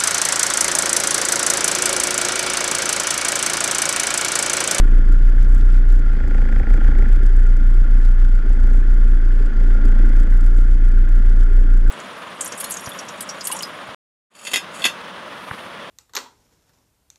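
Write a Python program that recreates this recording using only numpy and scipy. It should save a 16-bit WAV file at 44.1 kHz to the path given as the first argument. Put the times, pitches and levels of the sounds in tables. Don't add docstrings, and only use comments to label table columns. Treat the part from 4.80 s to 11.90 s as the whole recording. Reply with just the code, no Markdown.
import numpy as np
from scipy import signal
from scipy.fft import rfft, irfft
from scipy.ndimage import uniform_filter1d
import sys
import numpy as np
from scipy import signal
from scipy.fft import rfft, irfft
from scipy.io import wavfile
from scipy.ndimage import uniform_filter1d

SR = 44100
rng = np.random.default_rng(int(sys.argv[2]) if len(sys.argv) > 2 else 0)


def store_wav(level_fs):
    pcm = np.round(np.clip(np.atleast_2d(level_fs), -1, 1) * 32767)
    wavfile.write(sys.argv[1], SR, pcm.T.astype(np.int16))


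N = 313110
TIME = np.arange(N) / SR


# time_s, level_db
BOOM_LEVELS = [(0, -37), (.8, -30.5), (1.2, -35), (1.55, -26.5), (2.2, -24.5), (2.5, -29.5), (3.1, -32),
               (3.55, -36.5), (3.85, -28), (4.35, -35), (4.8, -37.5), (5.5, -33), (7.1, -33.5)]
# time_s, drone_db, burble_db
PIPE_LEVELS = [(0, -53, -34), (.85, -39.5, -34.5), (1.5, -56, -37), (2.4, -50, -37.5), (3.15, -41.5, -38.5),
               (3.7, -49, -40.5), (4.55, -44.5, -36.5), (5.0, -35, -39), (7.1, -35.5, -40.5)]
# time_s, level_db
MUFFLER_HUM_LEVELS = [(0, -42), (.4, -46), (.75, -39), (1.15, -40), (1.5, -41), (2.2, -37.5), (2.7, -41),
                      (3.2, -38), (3.6, -45), (4.2, -51), (5.0, -43), (5.9, -50), (7.1, -49)]
# pitch_hz, bandwidth_hz, gain_db
MUFFLER_MODES = [(83.3, 31.6, -3), (115, 28.7, 1.5), (151.7, 30, -2.5)]

def exhaust(turns, sag_db, firings):
    boom_db, = curves(BOOM_LEVELS)
    drone_db, burble_db = curves(PIPE_LEVELS)
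    hum_db, = curves(MUFFLER_HUM_LEVELS)
    slip_turns = np.cumsum(.64 * sag_db) / SR
    lag_turns = slip_turns - uniform_filter1d(slip_turns, size=SR // 4, mode="nearest")
    throb = harmonic(turns - lag_turns, 1, -6 - sag_db)
    boom = harmonic(turns - lag_turns / 2, 2, boom_db + .35 * flutter(sag_db) + waver(11))
    drone = harmonic(turns + .5, 3, drone_db - .5 + waver(8))
    drone += harmonic(turns, 6, drone_db - 10 + waver(8)) + harmonic(turns, 9, drone_db - 14)
    late_sag_db = flutter(sag_db, lag_s=.028)
    hum = harmonic(turns, 4, hum_db - late_sag_db)
    burble = steady(band(ring(firings, MUFFLER_MODES), 65, 192)) * undb(burble_db - late_sag_db)
    rumble = unit(band(rng.standard_normal(N), 38, 64)) * undb(boom_db)
    return throb + boom + drone + hum + burble + rumble


def cylinder_firings(turns):
    pulses = blows(turns, .88, .015, 1.95) + undb(-1) * blows(turns, .5, .016, 2.9)
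    return unit(pulses + undb(10) * chatter(pulses, .012, 7.8)) + undb(-2) * rng.standard_normal(N)


# centre_s, loss_db, half_length_s
MISFIRE_DIPS = [(.24, 3.8, .04), (.54, 3.4, .04), (1.04, 3.8, .04), (1.23, 5.5, .05), (1.43, 7.4, .15),
                (1.69, 5.8, .09), (1.845, 13.5, .036), (1.995, 6.3, .033), (2.135, 5.5, .033),
                (2.26, 5, .033), (2.4, 4.7, .035), (2.79, 3.4, .07), (3.07, 4.8, .04), (3.36, 3.7, .04),
                (3.63, 7.5, .055), (3.77, 5.2, .045), (4.04, 4.5, .05), (4.41, 4.8, .045), (4.62, 3.2, .3),
                (4.72, 9.5, .055), (5.0, 5.3, .04), (5.47, 6.3, .033), (5.99, 4.2, .04), (6.27, 4.6, .045),
                (6.69, 4.3, .04), (7.02, 3.6, .045)]

def combustion_sag(turns, weak_every_turns=4.3):
    misfire_turns = np.interp([s for s, _, _ in MISFIRE_DIPS], TIME, turns)
    edges = np.r_[turns[0] - 2, misfire_turns]
    weak_turns = np.concatenate([np.linspace(a, b, round((b - a) / weak_every_turns) + 1)[1:-1]
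                                 for a, b in zip(edges, edges[1:])])
    timing, depth = rng.standard_normal((len(weak_turns), 2)).T
    weak_s = np.interp(weak_turns + .2 * timing, turns, TIME)
    weak_dips = [(s, db, .04) for s, db in zip(weak_s, 2.5 + .5 * depth)]
    loss_db = np.zeros(N)
    for centre_s, db, half_length_s in weak_dips + MISFIRE_DIPS:
        near = np.abs(TIME - centre_s) < 3 * half_length_s
        dip_db = db * np.exp(-((TIME[near] - centre_s) / half_length_s) ** 2)
        loss_db[near] = np.maximum(loss_db[near], dip_db)
    return uniform_filter1d(loss_db, size=SR // 100)


# time_s, speed_hz
CRANK_SPEED = [(0.0, 28.95), (0.25, 28.75), (0.75, 30.58), (1.17, 29.63), (1.31, 27.98), (2.14, 28.2),
               (2.59, 29.68), (2.97, 28.93), (3.45, 29.51), (3.57, 28.56), (4.12, 29.44), (4.7, 28.33),
               (5.44, 28.64), (5.77, 29.59), (6.41, 28.97), (6.77, 29.51), (7.1, 28.56)]

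def crank():
    speed_hz, = curves(CRANK_SPEED)
    return .37 + np.cumsum(speed_hz) / SR


def labour(smooth_hz=29.2, labouring_hz=28.1, lag_s=.1):
    speed_hz, = curves(CRANK_SPEED)
    strain = np.maximum((smooth_hz - speed_hz) / (smooth_hz - labouring_hz), 0)
    keep = np.exp(-1 / (lag_s * SR))
    return signal.lfilter([1 - keep], [1, -keep], strain, zi=[keep * strain[0]])[0]


# pitch_hz, bandwidth_hz, gain_db
CHASSIS_MODES = [(207.7, 17.6, -2.5), (251, 30.3, -0.5), (297.6, 43.5, -1.5), (383.4, 39.5, -6),
                 (484, 101, -15)]
# time_s, relative_db
DRUMMING_LEVELS = [(0, -36), (.5, -40.5), (1.2, -40.5), (1.55, -36.5), (1.75, -37.5), (2.2, -35.5),
                   (2.5, -39.5), (3.45, -42), (3.7, -38.5), (4.4, -40.5), (4.9, -36.5), (5.3, -35.5),
                   (5.6, -39.5), (7.1, -39.5)]
# crank_multiple, relative_db
HUM_HARMONICS = [(5, -8.5), (7, -13), (10, -13), (11, -16), (12, -20), (14, -17)]
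# time_s, relative_db
RESONANT_HUM_LEVELS = [(0, -37), (.4, -46), (.7, -42), (1.0, -41), (1.15, -48), (1.45, -38.5),
                       (1.85, -36.5), (2.3, -37.5), (2.52, -53), (2.67, -40.5), (2.95, -45), (3.1, -38.5),
                       (3.5, -48), (3.8, -37), (4.0, -41), (4.3, -40), (4.57, -48), (4.75, -38.5),
                       (5.3, -36), (5.6, -47), (7.1, -45)]

def chassis(turns, firings):
    drum_db, = curves(DRUMMING_LEVELS)
    resonant_db, = curves(RESONANT_HUM_LEVELS)
    drumming = steady(band(ring(firings, CHASSIS_MODES), 159.7, 747)) * undb(drum_db + 1.5)
    hum = sum(harmonic(turns, order, drum_db + db + 2.6 * waver(3.8)) for order, db in HUM_HARMONICS)
    resonant_hum = harmonic(turns + .005 * waver(12), 8, resonant_db - 1.5 + 1.6 * waver(13))
    return drumming + hum + resonant_hum


# pitch_hz, bandwidth_hz, gain_db
HOOD_MODES = [(637, 59, -4.5), (846, 80, -9), (1526, 146, 1), (1732, 60, 1.5), (1870, 150, -7),
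              (2100, 150, -7.5)]
CASE_MODES = [(1082, 52, -5), (1408, 46.4, 7), (2457, 99, -11.5), (2747, 150, -18.5), (3333, 280, -16.5)]
# time_s, relative_db
CLATTER_LEVELS = [(0, -39), (.4, -41.5), (1.2, -41.5), (1.4, -39.5), (1.7, -39.5), (2.0, -37.5),
                  (2.25, -38.5), (2.45, -41), (3.5, -42), (3.8, -41.5), (4.6, -41.5), (5.1, -38.5),
                  (5.6, -41), (5.95, -43.5), (6.2, -41.5), (7.1, -42)]

def piston_clatter(turns, effort):
    def with_bearing_whirr(slaps):
        impacts = unit(undb(-16) * slaps + chatter(slaps, .011, 2))
        return impacts + undb(-1.5) * rng.standard_normal(N)

    level_db, = curves(CLATTER_LEVELS)
    late_turns = turns - .1 * effort
    first, second = blows(late_turns, .18, .022, 1.5), blows(late_turns, .52, .03, 1.5)
    hood = ring(with_bearing_whirr(first + undb(-5) * second), HOOD_MODES)
    case = ring(with_bearing_whirr(second + undb(-7) * first), CASE_MODES)
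    return steady(band(hood + case, 520, 4000)) * undb(level_db - 1.9)


# time_s, relative_force_db, angle_turns
KNOCKS = [(0, -57.5, .68), (1.15, -56, .67), (1.31, -52, .71), (1.41, -47.5, .695), (1.65, -47.3, .705),
          (1.79, -46, .77), (1.98, -47, .79), (2.06, -47.5, .75), (2.22, -46.5, .765), (2.4, -55.5, .78),
          (3.6, -54.5, .75), (3.87, -50, .8), (4.2, -58, .75), (4.85, -51.5, .84), (5.2, -50, .82),
          (5.7, -55.5, .8), (7.1, -56, .81)]
# pitch_hz, bandwidth_hz, gain_db
WEIGHT_MODES = [(1260, 270, 2), (1800, 480, 9.5), (2206, 590, 3.5), (3260, 290, -33.5)]
HOUSING_MODES = [(396, 220, -3.5), (508, 82, 6), (814.5, 52, 3.5)]
# time_s, shift_hz
HOUSING_DRIFT = [(1.35, 12), (1.8, -20), (2.25, 13), (3.8, 35), (5.2, 34)]

def clutch(turns, housing_lag_s=.003):
    force_db, angle_turns = curves(KNOCKS)
    shift_hz, = curves(HOUSING_DRIFT)
    knocks = blows(turns - angle_turns, 0, .006, .9)
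    impact_db = np.minimum(force_db + 46, 0)
    weights = ring(knocks + undb(-8) * chatter(knocks, .002, 3), WEIGHT_MODES)
    push = np.roll(knocks + undb(-10) * chatter(knocks, .007, 3), int(housing_lag_s * SR))
    housing = drifting_ring(push, HOUSING_MODES, shift_hz)
    clack = steady(band(weights, 1350, 3100)) * undb(2.2 * impact_db - 44)
    return clack + steady(band(housing, 330, 1050)) * undb(1.3 * impact_db - 42)


# frequency_hz, gain_db
FITTING_SPECTRUM = [(1500, -28), (3300, -4), (4000, -11.5), (4750, 2), (5500, -3.5), (6300, 2), (6900, -1),
                    (7600, 6), (8700, -5), (10500, -7.5), (12400, -0.5), (13600, -14), (15000, -25.5)]
# time_s, relative_db
RATTLE_LEVELS = [(0, -61), (.45, -66), (.7, -60.5), (1.35, -67.5), (1.9, -65.5), (2.5, -63), (3.0, -64),
                 (3.25, -63), (3.6, -66.5), (3.9, -61.5), (4.4, -66.5), (5.0, -66), (5.4, -62.5),
                 (5.75, -60.5), (6.1, -64), (6.45, -62), (7.1, -63)]
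# start_s, level_db
FITTING_TICKS = [(0.3252, -33), (0.497, -36), (0.629, -35), (0.731, -43), (0.7485, -29.5), (0.780, -32),
                 (0.794, -40), (1.1267, -40), (1.1605, -40), (1.1945, -38), (1.482, -37), (1.941, -37),
                 (2.082, -42), (2.2248, -35), (2.2852, -37), (2.4338, -35), (2.4652, -32), (2.669, -37.5),
                 (2.769, -34), (3.2529, -34), (3.8393, -44), (3.8732, -39), (5.055, -32), (5.0843, -40),
                 (5.293, -35), (5.4008, -34), (5.4333, -37), (5.5087, -39), (5.5735, -41), (5.6635, -33),
                 (5.7471, -39), (5.768, -39)]

def loose_fittings(turns, sag_db):
    level_db, = curves(RATTLE_LEVELS)
    hits = blows(turns, .68, .035, 2.6) + blows(turns, .78, .02, 2.6)
    hits += undb(-7) * blows(turns, .85, .04, 2.6)
    falls = undb(-4) * blows(turns, .25, .015, 3) + undb(-8) * blows(turns, .37, .03, 3)
    falls += undb(-7) * blows(turns, .52, .03, 3)
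    contacts = undb(-3) * (hits + falls) + chatter(hits + falls, .0006, 5)
    rattle = steady(colour(contacts, FITTING_SPECTRUM)) * undb(level_db - .5 - 2.1 * flutter(sag_db))
    return rattle + strikes(FITTING_TICKS, FITTING_SPECTRUM, spray_db=-3, decay_s=.002)


# frequency_hz, gain_db
BODYWORK_SPECTRUM = [(250, -10), (700, 10), (1300, 11), (2500, 16), (3400, 14.5), (6000, 10), (8000, 5),
                     (10000, -4), (15000, -22)]
# start_s, level_db
BODYWORK_CRACKS = [(.3335, -39), (.3397, -37), (.4697, -36), (.4765, -37), (.6053, -38), (.611, -32),
                   (.619, -33), (.6378, -38), (.647, -32), (.8018, -34), (.8075, -37), (.812, -30),
                   (.9018, -33), (.9065, -34), (.9342, -33), (.9451, -33), (.9687, -33), (.973, -34),
                   (1.1029, -31), (1.1071, -38), (1.1411, -36), (3.2267, -39), (3.2323, -35), (3.2506, -34),
                   (3.2607, -31), (3.2777, -36), (3.3105, -39), (3.3984, -32), (3.402, -36), (3.4297, -37),
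                   (3.4474, -32), (5.7881, -32), (6.610, -30)]

def bodywork():
    return strikes(BODYWORK_CRACKS, BODYWORK_SPECTRUM, spray_db=-6, decay_s=.005)


# frequency_hz, gain_db
AIR_SPECTRUM = [(60, -2), (400, 3), (1000, 3.5), (2500, 1), (3400, -2), (4000, -5), (4750, -1), (5500, -7),
                (7500, -9.5), (9000, -16), (12000, -15.5), (15000, -32)]
# idle_db, full_labour_rise_db, exponent
AIR_LEVEL_LAW = (-55.5, 2.8, 0.69)

def cooling_air(turns, effort, sag_db):
    idle_db, rise_db, exponent = AIR_LEVEL_LAW
    level_db = idle_db + rise_db * effort ** exponent - .55 * flutter(sag_db)
    pulse_db = 2 * np.cos(2 * np.pi * (turns - .8))
    return unit(colour(rng.standard_normal(N), AIR_SPECTRUM)) * undb(level_db + pulse_db)


def harmonic(turns, order, db):
    return np.sqrt(2) * undb(db) * np.cos(2 * np.pi * order * turns)


def blows(turns, angle_turns, jitter_turns, scatter_db):
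    whole_turns = np.arange(int(turns[-1]) + 1)
    timing, force = rng.standard_normal((len(whole_turns), 2)).T
    at = np.searchsorted(turns, whole_turns + angle_turns + jitter_turns * timing)
    inside = (at > 0) & (at < N)
    return np.bincount(at[inside], undb(scatter_db * np.clip(force[inside], -2, 2)), N)


def chatter(hits, decay_s, grain_db):
    keep = np.exp(-2 / (decay_s * SR))
    energy = signal.lfilter([1 - keep], [1, -keep], hits ** 2 + 1e-18)
    grains = rng.standard_normal(N) * undb(grain_db * np.clip(rng.standard_normal(N), -3, 3))
    return np.sqrt(energy) * unit(grains)


def strikes(table, spectrum, spray_db, decay_s):
    start_s, level_db = np.transpose(table)
    hits = np.bincount((start_s * SR).astype(int), undb(level_db), N)
    return colour(hits + undb(spray_db) * chatter(hits, decay_s, 3.3), spectrum)


def ring(x, modes):
    return sum((-1) ** k * undb(db) * signal.lfilter(*signal.iirpeak(hz, hz / width, fs=SR), x)
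               for k, (hz, width, db) in enumerate(modes))


def drifting_ring(x, modes, shift_hz):
    phasor = np.exp(2j * np.pi * np.cumsum(shift_hz) / SR)
    return (ring(signal.hilbert(x) / phasor, modes) * phasor).real


def colour(x, spectrum, size=512):
    hz, db = np.transpose(spectrum)
    bins_hz = np.maximum(np.arange(size // 2 + 1) * SR / size, 1)
    cepstrum = irfft(np.log(undb(np.interp(np.log(bins_hz), np.log(hz), db))))
    cepstrum[1:size // 2] *= 2
    cepstrum[size // 2 + 1:] = 0
    response = irfft(np.exp(rfft(cepstrum)))
    return signal.fftconvolve(x, response / np.abs(response).max())[:N]


def band(x, lo_hz, hi_hz):
    return signal.sosfilt(signal.butter(3, [lo_hz, hi_hz], "band", fs=SR, output="sos"), x)


def flutter(sag_db, lag_s=0):
    quick_db = np.clip(sag_db - uniform_filter1d(sag_db, size=SR // 3), -3, 3)
    return np.interp(TIME - lag_s, TIME, quick_db)


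def waver(rate_hz):
    step = int(SR / rate_hz)
    held = np.repeat(rng.standard_normal(N // step + 1), step)
    return unit(uniform_filter1d(uniform_filter1d(held, step), step)[:N])


def curves(table):
    time_s, *columns = np.transpose(table)
    return [np.interp(TIME, time_s, column) for column in columns]


def steady(x):
    return x / np.sqrt(uniform_filter1d(x ** 2, size=SR // 3) + 1e-12)


def unit(x):
    return x / np.sqrt(np.mean(x ** 2))


def undb(db):
    return 10 ** (np.asarray(db) / 20)


def scene():
    turns, effort = crank(), labour()
    sag_db = combustion_sag(turns)
    firings = cylinder_firings(turns)
    engine = exhaust(turns, sag_db, firings) + piston_clatter(turns, effort) + clutch(turns)
    body = chassis(turns, firings) + loose_fittings(turns, sag_db) + bodywork()
    return (engine + body + cooling_air(turns, effort, sag_db))[None]


def record(dry, cutoff_hz=15300):
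    return signal.sosfilt(signal.ellip(8, .2, 70, cutoff_hz, fs=SR, output="sos"), dry)


dry = scene()
out = record(dry)
store_wav(out)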